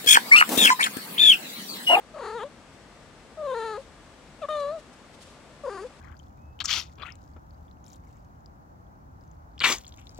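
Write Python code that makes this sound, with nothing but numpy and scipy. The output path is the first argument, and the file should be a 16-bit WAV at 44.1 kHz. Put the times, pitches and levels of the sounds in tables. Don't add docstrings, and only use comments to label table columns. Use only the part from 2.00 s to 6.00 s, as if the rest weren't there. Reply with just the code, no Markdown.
import sys
import numpy as np
from scipy import signal
from scipy.fft import rfft, irfft
from scipy.io import wavfile

SR = 44100
rng = np.random.default_rng(int(sys.argv[2]) if len(sys.argv) > 2 else 0)


def materialize(psi):
    bounded = np.clip(np.atleast_2d(psi).T, -1, 1)
    quanta = np.round(bounded * 32767).astype(np.int16)
    wavfile.write(sys.argv[1], SR, quanta)


N = 176400
THROAT_EDGE_HZ, MOUTH_WIDTH_HZ, SHEEN_HZ = 2066, 610, 12700


def kitten():
    # time_s, pitch_hz
    pitches = [
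        [(0.14, 637.5), (0.164, 584.4), (0.176, 593.7), (0.24, 413), (0.252, 435), (0.266, 404), (0.282, 430.7),
         (0.324, 432), (0.37, 484), (0.404, 398), (0.434, 467), (0.448, 571), (0.48, 583)],
        [(1.372, 637.6), (1.398, 620), (1.42, 613.5), (1.432, 573.5), (1.446, 592.4), (1.462, 577),
         (1.479, 524), (1.488, 540), (1.512, 520), (1.523, 499), (1.535, 540.6), (1.55, 447.4), (1.579, 474.3),
         (1.597, 450), (1.628, 442), (1.642, 458.2), (1.685, 438), (1.72, 437), (1.745, 407), (1.772, 423),
         (1.783, 540), (1.809, 541)],
        [(2.414, 697), (2.432, 606), (2.448, 556), (2.468, 637.7)],
        [(2.486, 616), (2.52, 609.5), (2.65, 560), (2.702, 590), (2.72, 625), (2.73, 649), (2.74, 652),
         (2.754, 660), (2.8, 580)],
        [(3.637, 589.5), (3.657, 554.5), (3.669, 455.4), (3.682, 548.4), (3.692, 493.4), (3.7, 381),
         (3.735, 415), (3.745, 390), (3.764, 393), (3.778, 349), (3.798, 382.4), (3.816, 384), (3.825, 423),
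         (3.838, 429), (3.85, 515), (3.875, 490)],
    ]
    # time_s, fundamental_db, overtone_db, treble_db
    strengths = [
        [(.139, -43, -55, -72), (.146, -43.5, -49.5, -63), (.174, -37.5, -44.5, -65), (.215, -38, -40, -58.5),
         (.255, -40.5, -38, -54), (.29, -38, -37.5, -54.5), (.33, -39, -39.5, -58), (.368, -34, -38.5, -57.5),
         (.405, -43, -37, -51.5), (.436, -33.5, -36.5, -53), (.446, -34.5, -51, -66), (.47, -43.5, -58, -63),
         (.483, -47, -68, -73)],
        [(1.37, -45, -68, -78), (1.379, -38.5, -49, -78), (1.394, -34.5, -48.5, -76), (1.44, -31.5, -42.5, -64),
         (1.505, -30.5, -34.5, -54), (1.535, -29, -36, -56.5), (1.58, -31, -34, -52.5), (1.62, -35, -35, -50),
         (1.714, -36, -36.5, -54), (1.768, -39, -39.5, -57.5), (1.782, -31.5, -48, -68),
         (1.794, -38.5, -57, -73), (1.809, -44.5, -64, -75), (1.817, -54, -72, -74)],
        [(2.414, -50, -58, -60), (2.421, -35.5, -45, -54), (2.438, -31.5, -37, -54), (2.454, -34, -33, -58),
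         (2.47, -66, -67, -76)],
        [(2.485, -47, -30, -60), (2.49, -33, -33, -58), (2.505, -32, -32, -48), (2.555, -30.5, -34, -50.5),
         (2.62, -30.3, -35.5, -54), (2.7, -30.5, -38, -59.5), (2.75, -34.5, -53, -66), (2.783, -39, -50, -75),
         (2.8, -51, -74, -76)],
        [(3.634, -44, -66, -75), (3.641, -35, -45, -71), (3.657, -31, -41.5, -62.5), (3.686, -28.5, -40, -63),
         (3.702, -41, -41.5, -58), (3.728, -39.5, -41.5, -59), (3.8, -42, -39.5, -58.5),
         (3.822, -38.5, -56, -58.5), (3.838, -38.5, -45.5, -62), (3.854, -33, -59, -72), (3.872, -45, -62, -60),
         (3.883, -62, -72, -69)],
    ]
    # first_hz, second_hz, second_db, mouth_db, slope_db_per_octave
    throats = [(1230, 1900, -7, 18.5, -3), (1235, 1800, -7.5, 19, -3.5), (1210, 1750, -7, 14, -10),
               (1170, 1800, -1.5, 22, -3), (1170, 1660, -11, 15, -2)]
    chests = [2.5, 4, 5, 9.5, -3]
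    sheens = [-14, -7, -12, -7, -19]
    left, right = sum(meow(*call) for call in zip(pitches, strengths, throats, chests, sheens))
    right_lag_s, tail_t60_s, tail_db = .000018, 0.12, -25.5
    t = np.arange(N) / SR
    direct = np.array([left, np.interp(t - right_lag_s, t, right)])
    tail = rng.standard_normal((2, N // 10)) * from_db(-60 * t[:N // 10] / tail_t60_s)
    tail /= np.sqrt((tail ** 2).sum(1, keepdims=True))
    return direct + from_db(tail_db) * signal.fftconvolve(direct, tail, axes=1)[:, :N]


def meow(pitch, strength, throat, chest_db, sheen_db):
    # time_s, centre_hz
    mouth_track = [(.15, 4300), (.35, 4300), (.385, 3646), (.405, 3194), (.44, 3470), (1.45, 3900),
                   (1.52, 3600), (1.57, 4300), (1.63, 3980), (1.7, 4350), (1.78, 4220), (2.42, 3700),
                   (2.52, 3490), (2.6, 4100), (2.73, 4160), (3.64, 4800), (3.85, 4800)]
    # centre_s, half_length_s, roughness (0-1), fundamental_dip_db
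    cracks = [(0.166, 0.0073, .5, 0.5), (0.187, 0.0082, 1, 6.5), (0.213, 0.0063, 0.56, 7),
              (0.436, 0.0057, 0.65, 2), (1.554, 0.01, 0.03, 5.5), (1.774, .005, 0.32, 3),
              (2.487, 0.0059, 0.41, 0.5), (3.669, 0.0055, 0.19, 7.5), (3.7, 0.0036, 0.08, 2),
              (3.78, 0.0035, 0.25, 30)]
    first_hz, second_hz, second_db, mouth_db, slope_db_per_octave = throat
    first_width_hz, second_width_hz, sheen_sag_hz_per_s = 200, 170, 6700
    trill_crest_s, trill_hz, trill_swing, trill_db = .227, 38.7, 0.09, 3.5
    buzz_hz, thinning_db_per_hz, ramp_s, breath_db = 439.5, 0.07, 0.0031, -12
    span = np.arange(int(strength[0][0] * SR), int(strength[-1][0] * SR))
    t, size = span / SR, len(span)
    fundamental_db, overtone_db, treble_db = along(strength, t)
    mouth_hz, = along(mouth_track, t)
    note_hz, = along(pitch, t)

    trill = np.cos(2 * np.pi * trill_hz * (t - trill_crest_s)) * swell(t, trill_crest_s, 0.1)
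    crack = sum(rough * swell(t, s, half) for s, half, rough, _ in cracks)
    dip_db = sum(db * swell(t, s, half) for s, half, _, db in cracks)
    jitter = 0.01023 * (buzz_hz / note_hz) ** 2 * drift(120, size)
    pitch_hz = note_hz * (1 + trill_swing * trill + jitter + 0.146 * crack * drift(435, size))
    phase = 2 * np.pi * np.cumsum(pitch_hz) / SR

    k = np.arange(2, 34)[:, None]
    hz = k * pitch_hz
    formants = (first_hz, first_width_hz), (second_hz, second_width_hz), (mouth_hz, MOUTH_WIDTH_HZ)
    lag_rad = sum(np.pi / 2 + np.arctan(2 * (hz - centre) / width) for centre, width in formants)
    flutter_db = 1.95 * np.minimum(hz / 3000, 1) * np.array([drift(30, size) for _ in k])
    partials = np.cos(k * phase - lag_rad) * from_db(flutter_db)

    thinning = from_db(-thinning_db_per_hz * np.maximum(pitch_hz - buzz_hz, 0) * (k - 2))
    throat_gain = (resonance(hz, first_hz, first_width_hz)
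                   + from_db(second_db) * resonance(hz, second_hz, second_width_hz)
                   + from_db(chest_db) * resonance(hz, 960, 260))
    overtones = mix_partials(partials, thinning * throat_gain / (1 + (hz / THROAT_EDGE_HZ) ** 18))
    sheen_hz = SHEEN_HZ - sheen_sag_hz_per_s * (t - t.mean())
    colour = mouth_db, sheen_db, slope_db_per_octave
    treble = mix_partials(partials, mouth_gain(hz, mouth_hz, sheen_hz, *colour))

    puffs = rng.standard_normal(size) * (1 + .7 * np.cos(phase))
    breath_gain = mouth_gain(np.fft.rfftfreq(size, 1 / SR) + 1, mouth_hz.mean(), SHEEN_HZ, *colour)
    breath = rms_one(irfft(rfft(puffs) * breath_gain, size))

    fundamental = from_db(fundamental_db + trill_db * trill - dip_db) * np.sqrt(2) * np.cos(phase)
    body = fundamental + from_db(overtone_db) * overtones
    top = from_db(treble_db + 2) * (treble + from_db(breath_db) * breath)
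    gate = np.clip(np.minimum(t - t[0], t[-1] - t) / ramp_s, 0, 1)
    shimmer = from_db(.5 * drift(87, size))
    rasp = 1 + 0.38 * crack * np.cos(phase / 2)
    out = np.zeros((2, N))
    out[:, span] = -gate * shimmer * rasp * (body * pan(left_db=5) + top * pan(left_db=6.5))
    return out


def mouth_gain(hz, mouth_hz, sheen_hz, mouth_db, sheen_db, slope_db_per_octave):
    # freq_hz, gain_db
    response = [(1900, -44), (2300, 8), (2900, 5.5), (4000, -1.5), (5300, -4.5), (6100, 2), (7000, 8),
                (8200, -1.5), (9600, 7), (11000, -6), (13200, -27)]
    fall = from_db(slope_db_per_octave * np.log2(np.maximum(hz, THROAT_EDGE_HZ) / THROAT_EDGE_HZ))
    mouth = 1 + from_db(mouth_db) * resonance(hz, mouth_hz, MOUTH_WIDTH_HZ) ** 2
    sheen = from_db(sheen_db) * resonance(hz, sheen_hz, 700) ** 2
    return fall * (from_db(at_hz(response, hz)) * mouth + sheen)


def stroking():
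    # centre_s, half_length_s, level_db
    strokes = [(0.746, 0.022, -65), (.92, .015, -67), (1.033, .015, -65), (1.812, 0.043, -60.5),
               (2.604, 0.0068, -50), (2.796, 0.014, -56.5), (2.937, 0.0093, -57.5), (3.147, 0.011, -57.5),
               (3.223, 0.015, -53.5), (3.286, 0.086, -59)]
    # freq_hz, density_db
    fur = [(1500, -8), (3500, 10.5), (6000, 5), (9500, 4), (11500, -19), (13500, -31)]
    # start_s, level_db
    tick_events = [(2.416, -46), (2.4905, -37), (2.516, -44), (2.601, -44), (2.784, -50), (3.2252, -38),
                   (3.2625, -47)]
    tick_decay_s = 0.00044
    t = np.arange(N) / SR
    rub = sum(from_db(db) * swell(t, s, half) for s, half, db in strokes)
    snaps = sum(from_db(db) * (t >= s) * np.exp(-np.abs(t - s) / tick_decay_s) for s, db in tick_events)
    ticks = band_pass(snaps * rng.standard_normal((2, N)) + 1e-18, 2900, 9500)
    return (rub * banded_noise(fur) + ticks) * pan(left_db=2.8)


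def room():
    # freq_hz, density_db
    hiss_spectrum = [(18, -38), (30, -6.5), (54, -2.5), (102, -8.5), (238, -6.5), (439, -12), (567, -7.5),
                     (661, -12.5), (1190, -14), (1460, -20.5), (1700, -12.5), (1980, -18.5), (8100, -30),
                     (10700, -40), (13500, -56)]
    # centre_hz, width_hz, level_db
    hums = [(49.2, 1.6, -64), (146.1, 6.6, -68.5), (228, 20, -68.5), (1188, 67, -69.5)]
    # pitch_hz, level_db
    whines = [(7852, -82), (7882, -80)]
    t = np.arange(N) / SR
    hum = sum(from_db(db) * drift(width / 2, N) * wave(2 * np.pi * hz * t)
              for hz, width, db in hums for wave in (np.cos, np.sin))
    whine = sum(from_db(db) * np.sqrt(2) * np.sin(2 * np.pi * hz * t) for hz, db in whines)
    hiss = from_db(-50.5) * banded_noise(hiss_spectrum)
    return (hiss + hum + whine) * pan(left_db=3.5)


def banded_noise(spectrum):
    # freq_hz, correlation
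    likeness = [(60, 0.8), (130, 0.92), (280, 0.88), (600, 0.85), (1300, 0.66), (2800, 0.19), (6050, 0.095),
                (13000, 0.07)]
    out, edges_hz = 0, 22 * 2 ** (np.arange(29) / 3)
    white = rng.standard_normal((2, 2, N))
    for k, (low_hz, high_hz) in enumerate(zip(edges_hz, edges_hz[1:])):
        mid, side = band_pass(white[k % 2], low_hz, high_hz)
        hz = np.sqrt(low_hz * high_hz)
        alike = at_hz(likeness, hz)
        band = np.sqrt(1 + alike) * mid + np.sqrt(1 - alike) * side * [[1], [-1]]
        out = out + from_db(at_hz(spectrum, hz)) * band
    return rms_one(out)


def mix_partials(partials, gains):
    return (gains * partials).sum(0) / np.sqrt((gains ** 2).sum(0) / 2)


def resonance(hz, centre_hz, width_hz):
    return 1 / np.sqrt(1 + (2 * (hz - centre_hz) / width_hz) ** 2)


def drift(rate_hz, size):
    pole = np.exp(-2 * np.pi * rate_hz / SR)
    wander = signal.lfilter([1], [1, -2 * pole, pole * pole], rng.standard_normal(2 * size))
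    return rms_one(wander[size:])


def swell(t, centre_s, half_length_s):
    return np.exp(-((t - centre_s) / half_length_s) ** 2)


def along(rows, t):
    time_s, *columns = np.transpose(rows)
    return [np.interp(t, time_s, column) for column in columns]


def at_hz(points, hz):
    freq_hz, values = np.transpose(points)
    return np.interp(np.log(hz), np.log(freq_hz), values)


def band_pass(x, low_hz, high_hz):
    return signal.sosfilt(signal.butter(2, [low_hz, high_hz], "band", fs=SR, output="sos"), x)


def pan(left_db):
    gains = from_db(np.array([[left_db], [-left_db]]) / 2)
    return gains / gains.mean()


def from_db(db):
    return 10 ** (np.asarray(db) / 20)


def rms_one(x):
    return x / np.sqrt(np.mean(x ** 2) + 1e-20)


def scene():
    return kitten() + stroking() + room()


def record(dry):
    low_cut_hz, high_cut_hz = 42, 13400
    lean = signal.sosfilt(signal.butter(2, low_cut_hz, "high", fs=SR, output="sos"), dry)
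    return signal.sosfilt(signal.ellip(10, .2, 80, high_cut_hz, fs=SR, output="sos"), lean)


dry = scene()
out = record(dry)
materialize(out)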